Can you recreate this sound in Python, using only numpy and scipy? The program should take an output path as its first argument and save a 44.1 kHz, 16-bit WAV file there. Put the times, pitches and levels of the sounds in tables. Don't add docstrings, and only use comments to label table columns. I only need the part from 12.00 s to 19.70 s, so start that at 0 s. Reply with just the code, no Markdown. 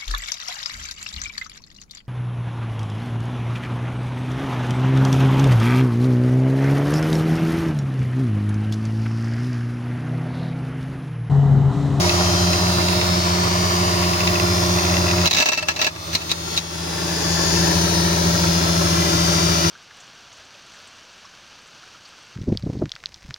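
import sys
import numpy as np
from scipy import signal
from scipy.fft import rfft, irfft, next_fast_len
from scipy.io import wavfile
from scipy.ndimage import uniform_filter1d, minimum_filter1d, map_coordinates

SR = 44100
rng = np.random.default_rng(int(sys.argv[2]) if len(sys.argv) > 2 else 0)


def file_out(sig):
    cols = np.atleast_2d(sig).T
    lim = np.clip(cols, -1, 1)
    pcm = np.round(lim * 32767).astype(np.int16)
    wavfile.write(sys.argv[1], SR, pcm)


N = 339570
TIME = np.arange(N) / SR


def amp(db):
    return 10 ** (np.asarray(db) / 20)


def unit(x):
    return x / np.sqrt(np.mean(x ** 2) + 1e-20)


def along(points, hz):
    knots_hz, values = np.transpose(points)
    return np.interp(np.log(hz + 1), np.log(knots_hz + 1), values)


def curves(rows):
    times, *columns = np.transpose(rows)
    return [np.interp(TIME, times, column) for column in columns]


def wobble(rate):
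    return map_coordinates(rng.standard_normal(int(N * rate / SR) + 4), [TIME * rate])


def spell(start, end, fade):
    return np.clip(np.minimum(TIME - start, end - TIME) / fade + .5, 0, 1)


def filtered(x, response):
    n = x.shape[-1]
    padded = next_fast_len(n + n // 10, True)
    return irfft(rfft(x, padded) * response(np.fft.rfftfreq(padded, 1 / SR)), padded)[..., :n]


def coloured(x, spectrum):
    return unit(filtered(x, lambda hz: amp(along(spectrum, hz))))


def ringing(x, modes):
    def response(hz):
        return sum((-1) ** k * amp(db) * 1j * hz * width / (centre ** 2 - hz ** 2 + 1j * hz * width)
                   for k, (centre, width, db) in enumerate(modes))
    return unit(filtered(x, response))


def running_rms(x, seconds):
    power = uniform_filter1d(np.mean(x ** 2, axis=0), max(2, int(seconds * SR)))
    return np.sqrt(np.abs(power) + 1e-12)


def add(track, start, sound):
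    part = track[:, round(start * SR):][:, :sound.shape[1]]
    part += sound[:, :part.shape[1]]


def standing_waves(x, depth_db, spacing_hz, change_rate):
    hz, t, spectra = signal.stft(x, SR, nperseg=1024)
    grid = np.meshgrid(hz / spacing_hz, t * change_rate, indexing="ij")
    knots = rng.standard_normal((2, 400, 32))
    field = np.array([map_coordinates(channel, grid, mode="grid-wrap") for channel in knots])
    depth = depth_db * hz / (hz + 1200)
    _, rippled = signal.istft(spectra * amp(depth[:, None] * field), SR, nperseg=1024)
    return unit(rippled[:, :N])


# frequency in Hz, relative density in dB.
CASING_AT_HOPPER = [(25, -25), (55, -5), (110, 10.5), (140, -2), (230, -6), (360, 4), (500, -6.5), (600, 5),
                    (830, -1.5), (1100, 2.5), (1500, -7.5), (2100, -5.5), (2900, -15), (5000, -29)]
CASING_AT_SPOUT = [(25, -30), (55, -2), (110, 3.5), (230, -2), (350, 9), (510, -1), (600, 2), (750, 1.5),
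                   (1000, 3.5), (1170, -8.5), (1400, -3.5), (1850, -6), (2900, -10.5), (5000, -23)]
# frequency in Hz, bandwidth in Hz, relative gain in dB.
PANEL_MODES = [(583, 47, -1), (794, 24, -5), (1000, 46, -3.5), (1124, 66, -2), (1367, 63, -2),
               (1813, 76, -7)]

def casing_rumble(turns, near, rattle_db=1.5, throb_db=0.2, panel_db=-7, knock_db=4):
    shake = rng.standard_normal((2, N))
    shake *= amp(rattle_db * wobble(220) + throb_db * np.cos(2 * np.pi * turns))
    body = (1 - near) * coloured(shake, CASING_AT_HOPPER) + near * coloured(shake, CASING_AT_SPOUT)
    knocks = rng.standard_normal((2, N)) * amp(knock_db * wobble(150))
    casing = body + amp(panel_db) * ringing(knocks, PANEL_MODES)
    return standing_waves(casing, depth_db=5.5, spacing_hz=79.14, change_rate=1.142)


HUM_ORDERS = [.837, 1, 1.05, 1.163, 1.28, 1.35, 1.84, 1.93, 2, 2.05, 2.163, 4, 7, 8, 11]
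HUM_AT_HOPPER = [-73, -24, -47, -34, -45, -42.5, -41.5, -39.5, -23.5, -34.5, -40.5, -28.5, -34.5, -41.5,
                 -38]
HUM_AT_SPOUT = [-59, -26, -53.5, -35.5, -39, -36.5, -44, -43, -19.5, -35.5, -29.5, -30, -37.5, -44, -42]

def rotor_hum(turns, near, waver_db=0.7, drift_rad=0.12, rough_db=0.42):
    out = np.zeros(N)
    for order, hopper_db, spout_db in zip(HUM_ORDERS, HUM_AT_HOPPER, HUM_AT_SPOUT):
        level_db = hopper_db + near ** 2 * (spout_db - hopper_db) + waver_db * wobble(6.9)
        rattle = unit(amp(rough_db * order * wobble(60)))
        phase = 2 * np.pi * order * turns + drift_rad * wobble(11)
        out -= np.sqrt(2) * amp(level_db) * rattle * np.cos(phase)
    return out


# frequency in Hz, relative density in dB.
RUB_AT_HOPPER = [(1500, -17.5), (3000, -5), (4000, -1.5), (5200, -0.5), (6000, -4.5), (6900, -7.5),
                 (7900, -21.5), (8800, -13.5), (10500, -17), (12500, -20.5), (15500, -17)]
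RUB_AT_SPOUT = [(1500, -31), (3000, -5), (4000, -3.5), (5000, 0), (6000, -3.5), (6800, -7), (7900, -29.5),
                (8800, -14), (10500, -16.5), (12500, -24.5), (15500, -17.5)]

def rotor_rub(turns, near, change_rate=1.106, bumps_db=1.0, hiss_db=-2.5, grains=512, spots=16):
    age, position = TIME * change_rate, turns % 1
    tracks = rng.standard_normal((2, int(age[-1]) + 3, grains))
    scrape = np.array([map_coordinates(track, [age, position * grains], mode="grid-wrap")
                       for track in tracks])
    high_spots = map_coordinates(unit(rng.standard_normal(spots)), [position * spots], mode="grid-wrap")
    hiss = amp(hiss_db) * rng.standard_normal((2, N))
    friction = (unit(scrape) + hiss) * amp(bumps_db * high_spots)
    rub = (1 - near) * coloured(friction, RUB_AT_HOPPER) + near * coloured(friction, RUB_AT_SPOUT)
    return standing_waves(rub, depth_db=4.5, spacing_hz=149.2, change_rate=2.19)


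def whistle(turns, order, slip_rad=0.26, throb=0.18, flutter_db=1.9):
    tone = np.sin(2 * np.pi * order * turns + slip_rad * wobble(160))
    flutter = amp(flutter_db * wobble(50))
    return unit(tone * flutter * (1 + throb * np.cos(2 * np.pi * turns)))


# start in seconds, end in seconds, level in dB.
SQUEAL_SPELLS = [(0, .65, -33.5), (0.947, 1.33, -33.5), (2.398, 2.663, -29.5), (2.75, 3.28, -35),
                 (4.72, 5.83, -31), (5.91, 6.06, -31.5), (6.33, 6.7, -33.5), (6.97, 7.8, -33)]
WEAK_ORDERS = [36, 40, 51, 54, 63, 70]
# time in seconds, half width in seconds, level in dB.
BEAM_PASSES = [(0.38, 0.3, -37.5), (4.83, 1, -38), (5.9, 0.31, -33.5), (.25, 0.76, -34.5), (7.7, .6, -35),
               (6.9, 0.86, -36)]

def rotor_squeals(turns, main_order=59, fade_s=0.11, rest_db=-38, off_beam_db=-46):
    squeals = sum(amp(db) * spell(start, end, fade_s) for start, end, db in SQUEAL_SPELLS)
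    out = np.maximum(squeals, amp(rest_db)) * whistle(turns, main_order)
    for order, (centre, width, db) in zip(WEAK_ORDERS, BEAM_PASSES):
        beam = amp(db) * np.exp(-((TIME - centre) / width) ** 2)
        out += np.maximum(beam, amp(off_beam_db)) * whistle(turns, order)
    return out


# frequency in Hz, bandwidth in Hz, relative gain in dB.
HOUSING_MODES = [(1990, 80, -3.5), (2540, 93, 1.5), (2710, 64, 2), (3700, 200, -6.5)]
# frequency in Hz, relative density in dB.
IMPACT_SPECTRUM = [(120, -24), (200, -4.5), (400, -5), (650, -8), (1000, 0.5), (1450, -10), (2000, -3),
                   (2650, 1), (3200, -9.5), (4000, -1.5), (5900, -3.5), (7200, -13.5), (8200, -27.5),
                   (15500, -29)]
# start in seconds, end in seconds, level in dB.
PATTER_SPELLS = [(0, .6, -36), (0.804, 1.15, -35.5), (1.978, 2.42, -31), (2.756, 3.3, -30.5)]

def shell_patter(rate_hz=60, scatter=.3, spread_db=4.5, t60=0.013, click_db=-2, fade_s=0.02, rest_db=-39):
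    jitter, strength = rng.standard_normal((800, 2)).T
    onsets = np.round((np.arange(len(jitter)) + scatter * jitter) / rate_hz * SR).astype(int)
    impulses = np.bincount(np.abs(onsets), amp(spread_db * np.clip(strength, -2, 2)), N)[:N]
    decay = amp(-60 * np.arange(SR // 20) / SR / t60)
    ticks = signal.fftconvolve(impulses, decay)[:N] * rng.standard_normal((2, N))
    patter = unit(ringing(ticks, HOUSING_MODES) + amp(click_db) * coloured(ticks, IMPACT_SPECTRUM))
    spells = sum(amp(db) * spell(start, end, fade_s) for start, end, db in PATTER_SPELLS)
    return np.maximum(spells, amp(rest_db)) * patter


# start in seconds, relative peak level in dB.
HOUSING_TAPS = [(0.0942, -10), (0.5314, -14.5), (0.815, -18), (0.885, -15), (1.0136, -13.5), (2.0384, -22),
                (2.2059, -16), (2.2757, -10.5), (2.3447, -22), (2.8499, -19), (3.0884, -17), (3.1118, -14),
                (3.215, -16)]

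def housing_chatter(drive_t60=0.026, level_db=-3.5, click_db=2, click_t60=0.015):
    out, t = np.zeros((2, N)), np.arange(SR // 10) / SR
    for start, db in HOUSING_TAPS:
        ring = ringing(rng.standard_normal((2, len(t))) * amp(-60 * t / drive_t60), HOUSING_MODES)
        click = coloured(rng.standard_normal((2, len(t))) * amp(-60 * t / click_t60), IMPACT_SPECTRUM)
        tap = ring + amp(click_db) * click
        add(out, start, tap * amp(db + level_db) / running_rms(tap, 0.006).max())
    return out


# frequency in Hz, bandwidth in Hz, relative gain in dB.
HOPPER_MODES = [(619, 20, -2.5), (954, 46, -4.5), (1324, 30, -8), (1680, 40, -4.5), (1880, 30, -11),
                (2660, 31.4, 5.5), (3780, 46, -21), (4200, 29, -10), (4470, 39, -10), (5400, 65, -15),
                (5960, 59, -16), (7800, 43, -19.5)]
# frequency in Hz, relative density in dB.
SPLINTER_SPECTRUM = [(3000, -25), (6000, 7), (8200, -15), (11000, -11), (15500, 4)]
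# start in seconds, peak level in dB, the crunch's 60 dB decay time
# in seconds, balance in dB (added to the shell's snap and taken from the hopper's ring).
NUT_STRIKES = [ (3.257, -8, 0.091, -3), (3.272, 1.5, 0.064, 3.5), (3.31, 1, 0.064, 4), (3.329, 1, 0.12, 7),
               (3.346, -0.5, 0.11, -1), (3.365, 0.5, 0.15, -1), (3.383, 0, 0.097, 3), (3.4, 9, 0.17, -5),
               (3.423, 9.5, 0.073, -5), (3.457, 10, 0.1, -5), (3.486, 12, 0.057, -5), (3.518, 7, .07, -7),
               (3.53, 6.5, 0.17, -3.5), (3.573, 5.5, 0.16, -7), (3.625, -1, .07, -12),
               (3.684, 7, 0.19, -8.5), (3.761, -3.5, 0.16, -1), (3.791, -2.5, .12, -7),
               (3.814, 9, 0.14, -1), (3.843, 8.5, 0.069, -2.5), (3.866, 6.5, 0.073, -5),
               (3.96, -13, 0.031, -8), (4.13, -12, .12, -2), (4.15, 2, 0.087, 8), (4.216, -12, 0.033, -11),
               (4.294, -12, .15, 4), (4.315, 1.5, 0.056, 9), (4.575, 2, 0.1, 9.5)]
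SNAP_HZ, SNAP_WIDTH_HZ, SNAP_SCATTER = 3934, 210, 0.015
CREAK_LEAD_S, CREAK_WIDTH_S, CREAK_DB = 0.0066, 0.005, -18.5

def nut_cracks(grit_db=3, attack_s=0.0009, snap_db=-6, ring_db=-2.5, split_db=3, split_t60=0.0034,
               splinter_db=-14):
    out, lead = np.zeros((2, N)), SR // 25
    t = np.arange(-lead, SR // 4) / SR
    age = np.maximum(t, 0)
    for start, db, t60, balance_db in NUT_STRIKES:
        grit = unit(uniform_filter1d(rng.standard_normal(len(t)), size=40))
        crunch = amp(grit_db * grit - 60 * age / t60)
        split = amp(split_db - 60 * age / split_t60)
        force = (crunch + split) * (1 - np.exp(-age / attack_s))
        creak = amp(CREAK_DB + grit_db * grit) * np.exp(-((t + CREAK_LEAD_S) / CREAK_WIDTH_S) ** 2)
        burst = rng.standard_normal((2, len(t))) * (force + creak)
        blow = burst * amp(-60 * age / t60)
        shell_hz = SNAP_HZ * (1 + SNAP_SCATTER * rng.standard_normal())
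        snap = amp(snap_db + balance_db) * ringing(blow, [(shell_hz, SNAP_WIDTH_HZ, 0)])
        ring = amp(ring_db - balance_db) * ringing(blow, HOPPER_MODES)
        splinters = amp(splinter_db) * coloured(blow, SPLINTER_SPECTRUM)
        crack = coloured(burst, IMPACT_SPECTRUM) + splinters + snap + ring
        add(out, start - lead / SR, crack * amp(db) / running_rms(crack, 0.0018).max())
    return out


# frequency in Hz, left-right correlation.
PORT_COHERENCE = [(100, 0.81), (300, 0.92), (1000, 0.53), (3000, 0.083), (12000, 0.053)]

def stereo_ports(pair, lead_ms):
    def mid_side_gains(hz):
        angle = np.arccos(np.clip(along(PORT_COHERENCE, hz), -1, 1)) / 2
        return np.array([np.cos(angle), np.sin(angle)])
    mid, side = filtered(pair, mid_side_gains)
    half_lead = lead_ms * SR / 2000
    left = map_coordinates(mid + side, [np.arange(N) + half_lead])
    right = map_coordinates(mid - side, [np.arange(N) - half_lead])
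    return np.array([left, right])


# time in seconds, turns per second.
ROTOR_SPEED = [(0, 87.87), (.5, 87.93), (1, 88.2), (1.7, 88.27), (2.3, 87.83), (3.3, 87.8), (3.6, 82),
               (4.1, 82.8), (5, 83.9), (6.2, 84.88), (6.9, 84.22), (7.7, 83.82)]
# time in seconds, nearness to the spout from 0 to 1, left port's lead in ms.
CAMERA_PATH = [(0, 0, 0.3), (.75, 0.1, 0.32), (1.2, 0.13, 0.43), (2, 0.02, 0.37), (3.3, 0.15, 0.36),
               (4, 0, 0.377), (4.5, 0.7, 0.536), (5.7, 0.96, 0.5), (7.7, 0.86, 0.47)]
# time in seconds, gains of rumble, rub and hum in dB.
RUNNING_GAINS = [(0, -22.5, -23.5, -0.5), (1.5, -24, -25.5, -2.5), (3.2, -23.5, -26, -1.5),
                 (4.2, -20, -20, -3), (5.2, -22, -22.5, -4.5), (6.2, -23.5, -24.5, -2), (7.7, -22, -22, -3)]
CHEW_RUMBLE_DB, CHEW_RUB_DB = 4, 1.5

def scene():
    turns = np.cumsum(curves(ROTOR_SPEED)[0]) / SR
    near, lead_ms = curves(CAMERA_PATH)
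    rumble_db, rub_db, hum_db = curves(RUNNING_GAINS)
    load = spell(start=3.38, end=4.01, fade=0.19)
    rub = amp(rub_db + CHEW_RUB_DB * load) * rotor_rub(turns, near)
    rumble = amp(rumble_db + CHEW_RUMBLE_DB * load) * casing_rumble(turns, near)
    noises = stereo_ports(rumble + rub + shell_patter() + housing_chatter() + nut_cracks(), lead_ms)
    tones = amp(hum_db) * rotor_hum(turns, near) + rotor_squeals(turns)
    lean_db = -.6 + 1.6 * near
    return (noises + tones) * amp([lean_db, -lean_db])


def gain_control(x, ceiling_db=-14, hold_s=0.079, recovery_per_s=0.87):
    treble = filtered(x, lambda hz: hz ** 2 / (hz ** 2 + 600 ** 2))
    needed = np.minimum(1, amp(ceiling_db) / running_rms(treble, 0.0057))
    half_hold = max(1, int(hold_s * SR / 2))
    held = minimum_filter1d(needed, 2 * half_hold + 1, origin=half_hold)
    climb = recovery_per_s * TIME
    gain = np.minimum.accumulate(held - climb) + climb
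    return x * uniform_filter1d(gain, size=64)


# frequency in Hz, level of left over right in dB.
PORT_IMBALANCE = [(60, 3), (200, -1.2), (380, -3.5), (700, 2), (1300, 0.5), (4400, -1.5), (6500, 11),
                  (8200, 12), (10500, 8), (13000, -1), (15500, -3.5)]
CLIP_LEVEL, TOP_HZ = .62, 16000

def record(dry):
    at_ports = filtered(dry, lambda hz: amp(np.outer([.5, -.5], along(PORT_IMBALANCE, hz))))
    limited = gain_control(at_ports)
    rounded = limited / (1 + np.abs(limited / CLIP_LEVEL) ** 6) ** (1 / 6)
    return filtered(rounded, lambda hz: hz < TOP_HZ)


dry = scene()
out = record(dry)
file_out(out)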